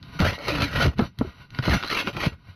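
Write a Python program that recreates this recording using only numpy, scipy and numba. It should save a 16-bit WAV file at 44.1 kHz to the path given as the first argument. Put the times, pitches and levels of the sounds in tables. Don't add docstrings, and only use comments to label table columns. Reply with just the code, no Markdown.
import sys
import numpy as np
from scipy import signal
from scipy.fft import rfft, irfft
from scipy.io import wavfile
from scipy.ndimage import uniform_filter1d
from numba import njit

SR = 44100
rng = np.random.default_rng(int(sys.argv[2]) if len(sys.argv) > 2 else 0)


def wav_record(signal):
    frames = np.transpose(np.atleast_2d(signal))
    bounded = np.clip(frames, -1, 1)
    quanta = np.round(bounded * 32767).astype(np.int16)
    wavfile.write(sys.argv[1], SR, quanta)


N = 112455
T = np.arange(N) / SR

# (time [s], rubbing level [dB], handling rumble level [dB])
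SLIDING_LEVELS = [(0,-59,-56),(.02,-61,-39),(.032,-52,-39),(.11,-50,-42),(.145,-42,-41),(.19,-47,-45),(.38,-63,-67),(.95,-74,-41),(.98,-36,-24),(1.055,-42,-31),(1.1,-68,-44),(1.17,-64,-55),(1.195,-49.5,-23),(1.27,-48,-36.5),(1.34,-55,-52),(1.375,-55.5,-49),(1.415,-48.5,-43),(1.48,-65,-54.5),(1.535,-51,-36.5),(1.555,-41.5,-38),(1.62,-49.5,-42.5),(2.33,-63,-42.5),(2.37,-64.5,-48),(2.44,-62,-50.5),(2.48,-53,-47),(2.55,-59,-54)]
# (time [s], pitch [Hz], level [dB])
PANEL_GROANS = [
    [(.47,400,-61),(.494,366,-22.5),(.51,328,-50),(.53,299,-22),(.555,293,-29.5),(.6,266,-30),(.635,286.6,-28),(.66,280,-27),(.7,264,-65)],
    [(2.045,270,-30),(2.058,296.6,-42),(2.082,417,-28.5),(2.11,440,-49)],
]
# (time [s], level [dB], pitch [Hz], t60 [s], roof ring level [dB])
TOOL_KNOCKS = [(0.15,-29,160,0.15,-61),(0.201,-6.5,174.8,0.08,-19),(0.22,-10,83.4,0.22,-20.5),(0.603,-18,165,0.036,-37),(0.626,-11,114,0.049,-33),(0.795,-18.5,140,0.14,-34),(0.852,-7,130,0.043,-16),(0.872,-4,69.6,0.082,-66),(.992,15,227,0.024,-16),(1.021,-4.5,140,0.027,-28),(1.211,2,251.5,0.027,-28.5),(1.224,-15.5,75,0.036,-60),(1.247,-24,370,0.052,-53),(1.273,-20.5,80,0.058,-46),(1.59,-10.5,131,0.07,-38),(1.678,-3.5,174,0.02,-17),(2.072,-17.5,200,0.042,-21.5),(2.269,-3.5,125,.03,-37.5),(2.32,-27,80,0.11,-43.5),(2.487,-31.5,90,.14,-62)]
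# (time [s], level [dB], band centre [Hz])
FLAKE_SNAPS = [(0.028,-33.5,3660),(0.203,-11,4040),(0.332,-26.5,2570),(.603,-25,1770),(0.62,-9.5,3740),(0.625,-34,3240),(0.986,-25.5,4600),(1.024,-30,1500),(1.188,-21.5,6050),(1.505,-38,4550),(1.548,-32,2480),(1.588,-18,1400),(1.639,-25.5,2200),(1.66,-24,2400),(1.827,-24,2000),(1.836,-22.5,1480),(1.847,-22,1980),(2.073,-21.5,1500),(2.083,-37,1210),(2.167,-29.5,1910)]
# (time [s], paint grit level [dB], roof panel level [dB], judder level [dB])
STROKE_LEVELS = [
    [(0.19, -33, -41, -52), (0.204, -27, -39, -12), (0.218, -32, -23, -40), (0.262, -27, -22, -23),
     (0.284, -29.5, -41, -23), (0.294, -31, -29.5, -22), (0.314, -39, -50, -30.5), (0.33, -40, -33, -30),
     (0.354, -38, -54, -42), (0.374, -55, -47, -50), (0.382, -62, -39, -65), (0.39, -40, -58, -65)],
    [(0.39, -51, -40, -54), (0.456, -37.5, -39, -39), (0.488, -31, -28.5, -31), (0.598, -36, -34.5, -26),
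     (0.628, -27, -25, -26), (0.648, -35.5, -41, -26.5), (0.698, -38.5, -40, -37), (0.798, -27.5, -29, -16),
     (0.806, -24, -20, -23), (0.84, -23.5, -28.5, -20), (0.874, -30.5, -43, -9.5), (0.886, -55, -52, -15),
     (0.94, -50.5, -42, -73)],
    [(1.625, -38, -35, -30), (1.649, -35.5, -33, -42), (1.683, -29, -34, -16), (1.733, -21.5, -20, -15.5),
     (1.771, -36, -48, -19.5), (1.797, -41, -47, -51), (1.845, -41, -30, -52), (1.881, -40, -52, -65),
     (1.917, -30, -28.5, -37.5), (1.997, -25, -30, -50), (2.035, -44, -42, -57), (2.083, -33.5, -53, -33),
     (2.13, -61, -81, -60)],
    [(2.13, -41.5, -48, -39), (2.158, -47.5, -39, -36), (2.168, -30.5, -32, -28), (2.178, -47, -28, -27.5),
     (2.202, -33.5, -37, -49), (2.228, -29, -29, -28), (2.254, -26.5, -25.5, -44),
     (2.27, -29.5, -25.5, -13), (2.286, -50, -56, -29.5), (2.304, -54.5, -52, -60), (2.338, -55, -58, -53),
     (2.36, -82, -65, -61)],
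]
# (time [s], first frequency [Hz], second frequency [Hz], level of the second [dB])
EDGE_RESONANCES = [(.205,1380,3900,-9),(.24,1360,2940,-18),(.28,1950,4300,-9),(.48,2280,4190,-3.5),(.53,2540,3960,-4),(.63,2580,4220,-3.5),(.7,1513,4300,-27),(.86,1390,4100,-18),(1.7,1950,4100,-1),(1.76,1450,2760,-24),(1.86,1330,4040,5),(1.919,2050,4200,-3.5),(1.95,2300,4130,-3),(1.97,2670,3350,-11),(2.0,2570,3380,-2),(2.18,2436,1420,-31),(2.26,2300,1510,-4)]
# (frequency [Hz], level [dB], t60 [s])
BLADE_MODES = [(1364,-5,0.03),(1472,7,0.042),(1598,-20,0.3),(1636,-11,0.2),(1917,9.5,0.17),(2122,7,0.07),(2155,6,0.11),(2545,-5,0.088),(2758,6.5,0.12),(2933,-18,0.027),(3250,1.5,0.079),(4257,-5.5,0.12),(5370,13,0.03),(5840,15.5,0.15)]
# (frequency [Hz], level [dB], t60 [s])
PANEL_MODES = [(390,-1.5,0.031),(568,-3.5,0.088),(687.4,-5.5,0.084),(832,0.5,0.056),(914,-7,0.062),(1012.5,3,0.08),(1204,-6,0.13),(1318,-0.5,0.085)]
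# (frequency [Hz], spectral density [dB])
GRIT_COLOUR = [(150,-16),(500,-4),(1050,-3.5),(1400,6.5),(1780,-8),(2400,-2),(3100,-0.5),(4400,-3),(5100,-10.5),(5800,-23.5),(6300,-14),(10000,-24),(12000,-21),(15500,-46)]
# (frequency [Hz], spectral density [dB])
RUB_COLOUR = [(200,11),(450,0.5),(1050,0),(1500,9),(1790,-13),(2050,-4),(3050,-1),(3350,-7),(3650,1),(4400,0),(5200,-15),(6300,-23),(12000,-20.5),(15500,-37)]
# (frequency [Hz], spectral density [dB])
ROOF_COLOUR = [(100,-14.5),(280,2),(450,7.5),(700,-3),(950,-6),(1400,-1),(1900,-28),(5000,-40.5)]
# (frequency [Hz], spectral density [dB])
JUDDER_COLOUR = [(15,-32),(35,-4),(70,1),(120,4.5),(200,-3),(300,-12),(500,-29.5),(1500,-72)]
# (frequency [Hz], gain [dB])
MICROPHONE_RESPONSE = [(6380,0),(6470,-11),(6700,-17),(9400,-18),(9600,0),(13000,0),(15500,-5)]
# (frequency [Hz], side relative to mid [dB])
STEREO_WIDTH = [(100,-62.5),(2500,-57),(5000,-20.5),(8000,-6.5),(12000,-14),(15000,4.5)]

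GRIT_DB, RASP_DB, ROOF_DB, JUDDER_DB = 1, -3.5, -1, -3
RUB_DB, HANDLING_DB = 1.5, -4.5
BLADE_DB, BLADE_WASH_DB, BLADE_WASH_T60_S = -7, 6, 0.085
PANEL_DB, ROOF_WASH_DB, ROOF_T60_S = -20, -8.5, 0.093
GRAINS_PER_S, GRAIN_SPREAD_DB = 2400, 3
CATCH_HZ, CATCH_DB = 130, 3
RASP_WIDTH_HZ = 144
GROAN_WANDER, GROAN_ROUGH_DB = 0.019, 2
SNAP_DECAY_S, SNAP_DB, SNAP_RING_DB = 0.0016, 1, -2
KNOCK_ATTACK_S, KNOCK_LOW_CUT_HZ = 0.0012, 63
OVERTONE_RATIO, OVERTONE_DB = 1.703, -11.5
ECHO_S, ECHO_SHARE = 0.001182, 0.48
ECHO_WANDER, ECHO_WANDER_HZ = 0.2, 3.08
OVERLOAD = 0.2
SCATTER_S, CUTOFF_HZ = 0.04, 15700


def from_db(db):
    return 10 ** (np.asarray(db) / 20)


def rms_one(x):
    return x / np.sqrt(np.mean(x ** 2) + 1e-20)


def energy_one(x):
    return x / np.sqrt(np.sum(x ** 2))


def levels(rows):
    s, *columns = np.transpose(rows)
    inside = (T >= s[0]) * (T < s[-1])
    return [from_db(np.interp(T, s, column)) * inside for column in columns]


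def through(x, response):
    return signal.fftconvolve(x, response)[:N]


def colour(points, size=8192):
    hz, db = np.transpose(points)
    grid = np.maximum(np.arange(size // 2 + 1) * SR / size, 1)
    magnitude = from_db(np.interp(np.log(grid), np.log(hz), db))
    cepstrum = irfft(np.log(magnitude))
    cepstrum[1:size // 2] *= 2
    cepstrum[size // 2 + 1:] = 0
    return irfft(np.exp(rfft(cepstrum)))


def equalise(x, points):
    hz, db = np.transpose(points)
    grid = np.arange(N + 1) * SR / (2 * N)
    gain = from_db(np.interp(grid, hz, db))
    return irfft(rfft(x, 2 * N) * gain)[:N]


def drift(rate):
    r = np.exp(-2 * np.pi * rate / SR)
    noise = rng.standard_normal(N + SR)
    return rms_one(signal.lfilter([1], [1, -2 * r, r * r], noise)[SR:])


def sheet(modes, modes_db, wash_t60, wash_db):
    t = T[:SR // 3]
    wash = energy_one(rng.standard_normal(len(t)) * from_db(-60 * t / wash_t60))
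    response = from_db(wash_db) * wash
    response[0] += 1
    rings = sum(from_db(db - 60 * t / t60) * np.cos(2 * np.pi * hz * t) for hz, db, t60 in modes)
    return energy_one(energy_one(response) + from_db(modes_db) * energy_one(rings))


def grains():
    spread = np.minimum(rng.exponential(1, N), 4)
    sizes = from_db(GRAIN_SPREAD_DB * spread) * rng.choice([-1, 1], N)
    return rms_one(sizes * (rng.random(N) < GRAINS_PER_S / SR))


def rumble(size=900):
    x = through(rng.standard_normal(N), colour(JUDDER_COLOUR))
    return x / np.sqrt(uniform_filter1d(x ** 2, size) + 1e-20)


def sliding(blade):
    rub, handling = levels(SLIDING_LEVELS)
    rubbing_response = energy_one(through(blade, colour(RUB_COLOUR)))
    rubbing = through(rub * grains(), rubbing_response)
    return from_db(RUB_DB) * rubbing + from_db(HANDLING_DB) * handling * rumble()


def groan(rows):
    s, hz, db = np.transpose(rows)
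    pitch = np.interp(T, s, hz) * (1 + GROAN_WANDER * drift(CATCH_HZ))
    gain, = levels(np.transpose([s, db]))
    roughness = from_db(GROAN_ROUGH_DB * drift(CATCH_HZ))
    return gain * roughness * np.sin(2 * np.pi * np.cumsum(pitch) / SR)


def knocks(roof):
    swing, ring = np.zeros(N), np.zeros(N)
    for s, db, hz, t60, ring_db in TOOL_KNOCKS:
        age = np.maximum(T - s, 0)
        attack = 1 - np.exp(-age / KNOCK_ATTACK_S)
        phase = 2 * np.pi * hz * age
        tone = np.sin(phase) + from_db(OVERTONE_DB) * np.sin(OVERTONE_RATIO * phase)
        swing += attack * from_db(db - 60 * age / t60) * tone
        ring += attack * from_db(ring_db - 60 * age / ROOF_T60_S)
    low_cut = signal.butter(2, KNOCK_LOW_CUT_HZ, "high", fs=SR, output="sos")
    swing = signal.sosfilt(low_cut, swing)
    return swing + through(ring * rng.standard_normal(N), roof)


def snaps(blade):
    t, bursts = T[:SR // 40], np.zeros(N + SR)
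    for s, db, hz in FLAKE_SNAPS:
        band = signal.butter(1, [hz / 2, min(hz * 2, SR / 2 - 1)], "band", fs=SR)
        fracture = rms_one(signal.lfilter(*band, rng.choice([-1, 1], len(t))))
        start = int(s * SR)
        bursts[start:start + len(t)] += from_db(db + SNAP_DB) * fracture * np.exp(-t / SNAP_DECAY_S)
    crack = through(bursts[:N], colour(GRIT_COLOUR))
    return crack + from_db(SNAP_RING_DB) * through(crack, blade)


def reflect(x):
    lag = ECHO_S * np.exp(ECHO_WANDER * drift(ECHO_WANDER_HZ))
    echo = np.interp(T - lag, T, x)
    return (x + ECHO_SHARE * echo) / np.hypot(1, ECHO_SHARE)


@njit
def resonate(x, angle, r):
    y = np.zeros(len(x))
    for i in range(2, len(x)):
        y[i] = x[i] - x[i - 2] + 2 * r * np.cos(angle[i]) * y[i - 1] - r * r * y[i - 2]
    return y


def rasp(drive):
    s, *columns = np.transpose(EDGE_RESONANCES)
    first_hz, second_hz, second_db = [np.interp(T, s, column) for column in columns]
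    r = np.exp(-np.pi * RASP_WIDTH_HZ / SR)
    first = rms_one(resonate(drive, 2 * np.pi * first_hz / SR, r))
    second = rms_one(resonate(drive, 2 * np.pi * second_hz / SR, r))
    return first + from_db(second_db) * second


def scraping(blade, roof):
    grit, panel, judder = np.sum([levels(stroke) for stroke in STROKE_LEVELS], axis=0)
    catch = rms_one(from_db(CATCH_DB * drift(CATCH_HZ)))
    grit_response = energy_one(through(blade, colour(GRIT_COLOUR)))
    edge = from_db(GRIT_DB) * through(reflect(grit * catch * grains()), grit_response)
    edge += from_db(RASP_DB) * grit * rasp(catch * grains())
    panel_sound = through(reflect(panel * catch * grains()), roof)
    return edge + from_db(ROOF_DB) * panel_sound + from_db(JUDDER_DB) * judder * rumble()


def scene():
    blade = sheet(BLADE_MODES, BLADE_DB, BLADE_WASH_T60_S, BLADE_WASH_DB)
    panel = sheet(PANEL_MODES, PANEL_DB, ROOF_T60_S, ROOF_WASH_DB)
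    roof = energy_one(through(panel, colour(ROOF_COLOUR)))
    tool = sliding(blade) + sum(map(groan, PANEL_GROANS)) + knocks(roof)
    tool += snaps(blade) + scraping(blade, roof)
    return np.array([tool, tool])


def record(dry):
    x = dry.mean(axis=0) / OVERLOAD
    clipped = OVERLOAD * x / (1 + x ** 6) ** (1 / 6)
    mid = equalise(clipped, MICROPHONE_RESPONSE)
    scatter = energy_one(rng.standard_normal(int(SCATTER_S * SR)))
    side = equalise(through(mid, scatter), STEREO_WIDTH)
    top_cut = signal.ellip(10, .05, 60, CUTOFF_HZ, fs=SR, output="sos")
    return signal.sosfiltfilt(top_cut, [mid + side, mid - side])


dry = scene()
out = record(dry)
wav_record(out)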